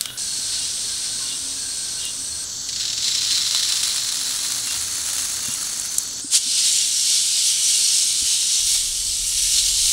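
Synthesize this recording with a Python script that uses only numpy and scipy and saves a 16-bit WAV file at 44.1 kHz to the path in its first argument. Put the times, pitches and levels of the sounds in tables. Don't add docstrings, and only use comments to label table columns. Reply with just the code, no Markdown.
import sys
import numpy as np
from scipy import signal
from scipy.fft import rfft, irfft, next_fast_len
from scipy.io import wavfile
from scipy.ndimage import uniform_filter1d, map_coordinates

SR = 44100
rng = np.random.default_rng(int(sys.argv[2]) if len(sys.argv) > 2 else 0)


def generate_wav(sig):
    pcm = np.round(np.clip(np.atleast_2d(sig).T, -1, 1) * 32767).astype(np.int16)
    wavfile.write(sys.argv[1], SR, pcm)


N = 437472

ROASTER, PORCH, SIEVE, SHED, CLOSE, END = 0, .174, 2.45, 6.215, 8.6, 10
# (frequency [Hz], relative level [dB])
MESH_SPECTRUM = [(290, -53), (500, -27), (577, -38.5), (1490, -15.5), (2390, -11.5), (4070, 4), (4770, 1),
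                 (5280, 3), (6450, -4), (7670, -3), (8980, -9.5), (10200, -13), (11500, -21), (12500, -45),
                 (15500, -25)]
# (frequency [Hz], relative level [dB])
CRISP_SPECTRUM = [(3000, -45), (8000, -3), (10700, 13.5), (12000, 0), (15500, -11)]


def amp(db):
    return 10 ** (np.asarray(db) / 20)


def unit(x):
    return x / np.sqrt(np.mean(x ** 2) + 1e-20)


def clock():
    return np.arange(N) / SR


def curves(rows):
    times, *columns = np.transpose(rows)
    return [np.interp(clock(), times, column) for column in columns]


def during(start, stop):
    return uniform_filter1d(1.0 * ((clock() >= start) & (clock() < stop)), size=300)


def swell(centre_s, half_s):
    return np.exp(-((clock() - centre_s) / half_s) ** 2 / 2)


def wobble(rate):
    return map_coordinates(rng.standard_normal(int(N * rate / SR) + 4), [clock() * rate])


def coloured(x, spectrum):
    size = 2 * next_fast_len(N // 2 + 4096)
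    hz, db = np.transpose(spectrum)
    gain = amp(np.interp(np.log(np.fft.rfftfreq(size, 1 / SR) + 1), np.log(hz), db))
    cepstrum = irfft(np.log(gain))[:size // 2]
    cepstrum[1:] *= 2
    response = np.exp(rfft(cepstrum, size))
    return unit(irfft(rfft(x, size) * response)[:N])


def noise(spectrum):
    return coloured(rng.standard_normal(N), spectrum)


def band(hz, width_hz):
    blur = signal.sosfilt(signal.butter(2, width_hz / SR, output="sos"), rng.standard_normal((2, N)))
    phase = 2 * np.pi * np.cumsum(hz * np.ones(N)) / SR
    return unit(blur[0] * np.cos(phase) + blur[1] * np.sin(phase))


def ringing(energy, t60):
    retained = 10 ** (-6 / (t60 * SR))
    return np.sqrt(signal.lfilter([1], [1, -retained], energy)) * rng.standard_normal(N)


def contacts(rate, spread_db, t60, buzz_db, buzz_t60):
    size = amp(spread_db * np.minimum(rng.standard_normal(N), 2.2))
    energy = (rng.random(N) < rate / SR) * size ** 2
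    return unit(ringing(energy, t60) + amp(buzz_db) * ringing(energy, buzz_t60))


def resonate(x, modes):
    return unit(sum(amp(db) * signal.lfilter(*signal.iirpeak(hz, hz / width_hz, SR), x)
                    for hz, width_hz, db in modes))


def snaps():
    # (time [s], level [dB], centre frequency [Hz], bandwidth [Hz], t60 [s])
    cracks = [(.010, -6, 5730, 7100, .0055), (.057, -15, 3950, 8000, 0.011), (.103, -26, 2000, 6000, .005),
              (2.0535, -12.5, 7000, 10000, .003), (3.5483, -1, 3200, 6540, 0.0017),
              (5.539, -12, 8500, 3500, .008), (5.798, -12, 8200, 2500, .009),
              (5.859, -19, 6870, 7000, .008), (5.943, -16, 8550, 3000, .006),
              (5.9828, -9, 7660, 7500, .012), (5.9843, -5, 7700, 2530, 0.009),
              (6.034, -19, 8000, 5950, .006)]
    # (frequency [Hz], relative level [dB])
    sizzle_spectrum = [(1500, -24), (3500, 7), (4600, 0), (6000, 1), (7300, -2), (9300, 3), (12000, -7),
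                       (15500, -2)]
    tail_t60 = 0.22
    out, t = np.zeros(N + SR), np.arange(SR // 10) / SR
    for s, db, hz, width_hz, t60 in cracks:
        low_hz = np.hypot(hz, width_hz / 2) - width_hz / 2
        shell = signal.butter(2, [low_hz, min(low_hz + width_hz, SR / 2 - 1)], "bandpass", fs=SR)
        tail_db = -23 if s < PORCH else -32
        decay = amp(-60 * t / t60) + amp(tail_db - 60 * t / tail_t60)
        burst = rng.choice([-1, 1], len(t)) * decay
        crack = signal.lfilter(*shell, burst) + amp(-27.5) * burst
        out[round(s * SR):][:len(t)] += amp(db) * unit(crack) * np.sqrt(np.mean(decay ** 2))
    sizzle = amp(-38.5) * noise(sizzle_spectrum) + amp(-42) * noise(CRISP_SPECTRUM) * during(0.11, PORCH)
    return out[:N] + sizzle * during(ROASTER, PORCH)


def background():
    # (frequency [Hz], level outdoors [dB], level in the shed [dB])
    drone_lines = [(81.5, -62.5, -84), (119, -60.5, -62.5), (269.6, -60.5, -67.5)]
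    # (time [s], half length [s], frequency [Hz], level [dB])
    drone_swells = [(2.25, 0.27, 80, -53), (3.05, 0.58, 118, -54.5), (4.4, 0.23, 269, -54.5),
                    (5.02, 0.3, 80.4, -50.5)]
    # (frequency [Hz], relative level [dB])
    air_spectrum = [(20, -6.5), (45, -1), (100, -4), (180, -4), (280, -6.5), (420, -9), (850, -12.5),
                    (1400, -9.5), (2200, -14), (5000, -18.5), (15000, -56)]
    outside, inside = during(ROASTER, SHED), during(SHED, END)
    drone = np.zeros(N)
    for hz, outdoor_db, shed_db in drone_lines:
        strength = amp(outdoor_db) * outside + amp(shed_db) * inside
        drone += strength * amp(2.5 * wobble(5)) * band(hz, width_hz=7.5)
    for s, half_s, hz, db in drone_swells:
        drone += amp(db) * swell(s, half_s) * band(hz, width_hz=11.4)
    return drone + amp(-46.5) * noise(air_spectrum) * (outside + amp(-4) * inside)


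def nearest_cicada():
    # (time [s], duration [s], relative level [dB])
    phrases = [(-.42, 0.58, 0.5), (.17, 0.4, 0.5), (.8, 0.49, -0.5), (1.524, 0.46, -1), (2.22, .22, -2)]
    attack_s, release_s, rest_db = 0.063, .1, -8
    start_hz, sag_hz_per_s = 1630.0, 270
    effort, low_hz = np.full(N, amp(rest_db)), np.full(N, start_hz)
    for s, length_s, db in phrases:
        age = clock() - s
        gate = np.clip(np.minimum(age / attack_s, 1 - (age - length_s) / release_s), 0, 1)
        effort = np.maximum(effort, amp(db) * gate)
        sag_hz = sag_hz_per_s * np.minimum(age, length_s + release_s)
        low_hz = np.where(age > 0, start_hz - sag_hz, low_hz)
    low = amp(-50) * band(low_hz, width_hz=114) * during(ROASTER, SIEVE)
    shrill = amp(-35) * band(4340, width_hz=160) * during(PORCH, SIEVE)
    by_sieve = amp(-57) * band(1540, width_hz=127) + amp(-38.5) * band(4430, width_hz=220)
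    by_shed = amp(-57.5) * band(1500, width_hz=200)
    return effort * (low + shrill) + by_sieve * during(SIEVE, SHED) + by_shed * during(SHED, CLOSE)


def bird():
    # (time [s], level of the tone [dB], pitch [Hz])
    calls = [(.085, -40, 2920), (.615, -41, 2830), (1.31, -36, 2850), (2.055, -35.5, 2840),
             (4.71, -40, 2760), (5.5, -40, 2800)]
    envelope = sum(amp(db) * swell(s, half_s=0.039) for s, db, _ in calls)
    _, pitch_hz = curves(calls)
    return envelope * (band(pitch_hz, width_hz=44) + amp(1.5) * band(3500, width_hz=700))


def cicadas():
    # (frequency [Hz], level [dB])
    whistle_lines = [(5945, -42), (7750, -47), (8353, -42), (8490, -46)]
    # (frequency [Hz], relative level [dB])
    porch_spectrum = [(2000, -20.5), (3000, -9.5), (3900, -3), (5000, -1.5), (5900, 1.5), (6500, -1),
                      (7100, -2.5), (7800, 2.5), (8450, 0.5), (9200, 0), (9800, -8), (11500, -14),
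                      (13000, -24), (15500, -22)]
    sieve_spectrum = [(2300, -29), (3000, -9.5), (3500, -3.5), (4400, -2), (5000, -2), (6000, 5), (6600, 4),
                      (7300, 2.5), (8000, 2), (8800, -10.5), (11000, -15.5), (15500, -25)]
    shed_spectrum = [(1470, -74), (2500, -43), (2660, -26), (3290, -20.5), (4810, -8.5), (5960, -12),
                     (7180, -9.5), (8250, -4), (9140, -6), (10200, -24), (13000, -36)]
    # (time [s], level [dB], pitch [Hz])
    answer_song = [(4.2, -55, 6440), (4.6, -44, 6520), (5.2, -35, 6500), (5.65, -40, 6600),
                   (5.85, -37, 6150), (6.2, -42, 6080)]
    fade_db_per_s, sink_hz_per_s = 1.16, 300
    whistles = sum(amp(db) * band(hz, width_hz=48) for hz, db in whistle_lines)
    buzz = amp(-37) * band(9020 - sink_hz_per_s * clock(), width_hz=700)
    hiss = amp(-27 - fade_db_per_s * clock()) * noise(porch_spectrum)
    chorus = (hiss + whistles + buzz) * during(PORCH, SIEVE)
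    chorus += amp(-30) * noise(sieve_spectrum) * during(SIEVE, SHED)
    chorus += amp(-30.5) * noise(shed_spectrum) * during(SHED, END)
    answer_db, answer_hz = curves(answer_song)
    answer = amp(answer_db) * band(answer_hz, width_hz=250) * during(answer_song[0][0], SHED)
    return (chorus + nearest_cicada() + answer) * amp(.4 * wobble(220))


def pouring():
    # (time [s], level [dB])
    far_flow = [(.17, -40), (.58, -28.5), (.8, -32), (1.2, -32), (1.6, -38), (2.05, -33.5), (2.25, -62)]
    near_flow = [(2.67, -44), (2.77, -34), (2.82, -27.5), (2.96, -31), (3.04, -21), (3.8, -21), (4.08, -25),
                 (4.56, -25), (4.96, -27.5), (5.2, -25), (5.66, -29.5), (6.02, -34.5), (6.2, -64)]
    # (frequency [Hz], bandwidth [Hz], relative level [dB])
    sieve_modes = [(2150, 70, -2), (3580, 55, -19), (3690, 140, 0), (4040, 230, 18), (4250, 82, 11),
                   (5310, 100, 13), (7200, 200, 11)]
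    # (frequency [Hz], relative level [dB])
    heap_spectrum = [(300, -23.5), (700, -14), (1400, -6), (2300, -7), (3500, -7.5), (5000, -7), (6500, -1),
                     (8300, 3), (10300, 1), (11500, -5), (12700, -20), (15500, -8.5)]
    start_s, half_cover_s = 2.7, 1.61
    heap_to_mesh = (np.maximum(clock() - start_s, 0) / half_cover_s) ** 1.7
    clumping_db = 0.65 * wobble(20)
    flow = amp(curves(near_flow)[0] + clumping_db) / np.hypot(1, heap_to_mesh)
    hits = contacts(rate=1100, spread_db=4.5, t60=0.004, buzz_db=-8.5, buzz_t60=0.057)
    clumps = contacts(rate=110, spread_db=2.5, t60=.02, buzz_db=-10, buzz_t60=.04)
    wire_hits = contacts(rate=450, spread_db=2.5, t60=0.0028, buzz_db=-5.5, buzz_t60=0.028)
    ring = resonate(wire_hits, sieve_modes)
    on_mesh = unit(coloured(hits + amp(-1) * clumps, MESH_SPECTRUM) + amp(-3.5) * ring)
    clicks = contacts(rate=900, spread_db=3.3, t60=.0022, buzz_db=-7, buzz_t60=.025)
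    heap_clumps = np.abs(clumps) * rng.choice([-1, 1], N)
    on_heap = coloured(clicks + amp(-4) * heap_clumps, heap_spectrum)
    near = flow * (on_mesh + heap_to_mesh * on_heap)
    strays = contacts(rate=70, spread_db=-2.5, t60=.004, buzz_db=-22, buzz_t60=.025)
    near += amp(-40.5) * coloured(strays, heap_spectrum) * during(5.6, SHED)
    far_hits = contacts(rate=1200, spread_db=5, t60=0.0059, buzz_db=0, buzz_t60=0.095)
    far = amp(curves(far_flow)[0]) * coloured(far_hits, MESH_SPECTRUM)
    return far * during(PORCH, SIEVE) + near * during(start_s, SHED)


def bumps():
    # (time [s], level [dB], frequency [Hz], t60 [s])
    knocks = [(.385, -38, 264, 0.062), (1.2, -42, 1072, 0.42), (5.483, -30, 129, 0.091),
              (5.484, -26.5, 236, 0.064), (6.244, -25.5, 280, 0.064), (6.462, -35.5, 262, 0.13),
              (8.22, -32, 65, .12), (8.221, -30, 264, 0.042)]
    out, t = np.zeros(N + SR), np.arange(SR // 4) / SR
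    attack = 1 - np.exp(-t / .002)
    for s, db, hz, t60 in knocks:
        out[round(s * SR):][:len(t)] += amp(db - 60 * t / t60) * np.sin(2 * np.pi * hz * t) * attack
    return out[:N]


def landings():
    # (time [s], relative level [dB])
    clumps = [(2.6878, -11), (2.6944, -14), (2.7292, -13), (2.7611, -11), (2.7985, -10.5), (2.8084, -11),
              (2.8298, -13), (2.8527, -9.5), (2.8789, -11), (2.9014, -11), (2.9305, -8.5), (2.9782, -8.5)]
    energy = np.zeros(N)
    for s, db in clumps:
        energy[round(s * SR)] = amp(db - 11.5) ** 2
    energy = np.abs(uniform_filter1d(energy, size=110))
    bursts = ringing(energy, t60=0.015) + amp(0.5) * ringing(energy, t60=0.065)
    return np.std(bursts) * coloured(bursts, MESH_SPECTRUM)


def hand():
    # (time [s], level on metal [dB], level bean on bean [dB], half length [s])
    strokes = [(6.353, -15, -17.5, 0.021), (6.594, -21.5, -39, 0.037), (6.673, -20, -29, 0.038),
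               (6.79, -24, -33, 0.061), (7.146, -20.5, -31, .07), (7.385, -25, -35, .04),
               (7.48, -22.5, -23.5, .04), (7.73, -23, -27, 0.12), (7.96, -24.5, -27.5, 0.12),
               (8.31, -23, -31, 0.052), (8.584, -25, -31, 0.08), (8.722, -22, -27, 0.084),
               (9.285, -30, -29.5, 0.026), (9.46, -23, -28.5, 0.13), (9.596, -19.5, -30, 0.056),
               (9.678, -21.5, -28, 0.026), (9.867, -21.5, -26, 0.12)]
    start_s, rise_s = 6.3, 0.23
    moving = np.clip((clock() - start_s) / rise_s, 0, 1)
    slide = moving * (amp(-23) * during(SHED, CLOSE) + amp(-26.5) * during(CLOSE, END))
    metal_energy, rub_energy = slide ** 2, (amp(-5) * slide) ** 2
    for s, metal_db, rub_db, half_s in strokes:
        push = swell(s, half_s)
        metal_energy += (amp(metal_db) * push) ** 2
        rub_energy += (amp(rub_db) * push) ** 2
    return np.sqrt([metal_energy, rub_energy]) * amp(0.2 * wobble(30))


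def shimmer(x, t60, wet_db):
    circles_per_s = 1.2
    t = np.arange(SR // 4) / SR
    tails = rng.standard_normal((2, len(t))) * amp(-60 * t / t60)
    here, there = (signal.fftconvolve(x, tail / np.linalg.norm(tail))[:N] for tail in tails)
    angle = 2 * np.pi * circles_per_s * clock()
    return unit(x + amp(wet_db) * (np.cos(angle) * here + np.sin(angle) * there))


def drifting(x, depth_db):
    spectrogram = signal.stft(x, nperseg=512)[2]
    patches = uniform_filter1d(rng.standard_normal(spectrogram.shape), size=7, axis=0)
    patches = uniform_filter1d(patches, size=22, axis=1)
    return signal.istft(spectrogram * amp(depth_db * unit(patches)), nperseg=512)[1][:N]


def stirring():
    # (frequency [Hz], relative level [dB])
    colander_spectrum = [(500, -32.5), (1200, -31.5), (1950, -22.5), (2250, -18), (2650, -13), (2900, -4.5),
                         (3500, -3.5), (4300, 0.5), (4850, -3.5), (5600, 1), (6900, -4.5), (8200, -5),
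                         (10000, -14), (13000, -31.5)]
    # (frequency [Hz], bandwidth [Hz], relative level [dB])
    colander_modes = [(1443, 14, -13), (2160, 24, -24), (2294, 31, 2), (2370, 26, -20), (2584, 50, -2),
                      (2800, 70, 2), (3040, 74, -6), (3280, 32, 1), (3800, 110, -4), (4390, 90, 9),
                      (5500, 120, 2), (5600, 90, -4), (6350, 80, 2), (8000, 200, 1)]
    # (frequency [Hz], relative level [dB])
    rub_spectrum = [(2000, -46), (5000, -8.5), (7000, -0.5), (8400, 0.5), (9300, -2.5), (10200, -6),
                    (11200, -11), (13000, -23), (15500, -25)]
    on_metal, on_beans = hand()
    far = contacts(rate=4900, spread_db=0, t60=0.0047, buzz_db=-2, buzz_t60=0.095) * during(SHED, CLOSE)
    near = contacts(rate=2000, spread_db=3, t60=0.0045, buzz_db=-3.5, buzz_t60=0.062) * during(CLOSE, END)
    scrape = amp(0.24) * on_metal * (far + near)
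    stroke = on_metal * rng.standard_normal(N)
    bowl = shimmer(coloured(scrape, colander_spectrum), t60=0.1, wet_db=-10)
    bowl += amp(-13) * resonate(stroke, colander_modes)
    rubs = contacts(rate=2200, spread_db=-2, t60=.003, buzz_db=-1, buzz_t60=0.035)
    rub = coloured(rubs, rub_spectrum) + amp(-7.5) * coloured(near, CRISP_SPECTRUM) * np.std(near)
    return drifting(np.std(scrape) * unit(bowl) + amp(2.5) * on_beans * rub, depth_db=1.02)


def thuds():
    # (time [s], level [dB])
    blows = [(6.336, -36.5), (8.752, -37), (9.575, -43)]
    # (frequency [Hz], relative level [dB])
    thud_spectrum = [(200, -12), (700, -2), (1400, 0), (3000, -6), (8000, -20)]
    t, t60 = clock(), 0.07
    envelope = sum(amp(db - 60 * np.abs(t - s) / t60) * (t >= s) for s, db in blows)
    return envelope * noise(thud_spectrum)


def draught():
    # (frequency [Hz], relative level [dB])
    rumble_spectrum = [(12, -34), (20, -4), (32, 2.5), (51, -1.5), (90, -8.5), (146, -24), (200, -27),
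                       (260, -57), (440, -120)]
    return amp(-41 + 1.4 * wobble(12)) * noise(rumble_spectrum) * during(CLOSE, END)


def scene():
    beans = pouring() + landings() + snaps() + stirring()
    mono = beans + thuds() + bumps() + cicadas() + bird() + background() + draught()
    return np.array([mono, mono])


def record(dry):
    size, cutoff_hz = next_fast_len(N + 4096), 15750
    passband = np.fft.rfftfreq(size, 1 / SR) < cutoff_hz
    return irfft(rfft(np.clip(dry, -1, 1), size) * passband, size)[:, :N]


dry = scene()
out = record(dry)
generate_wav(out)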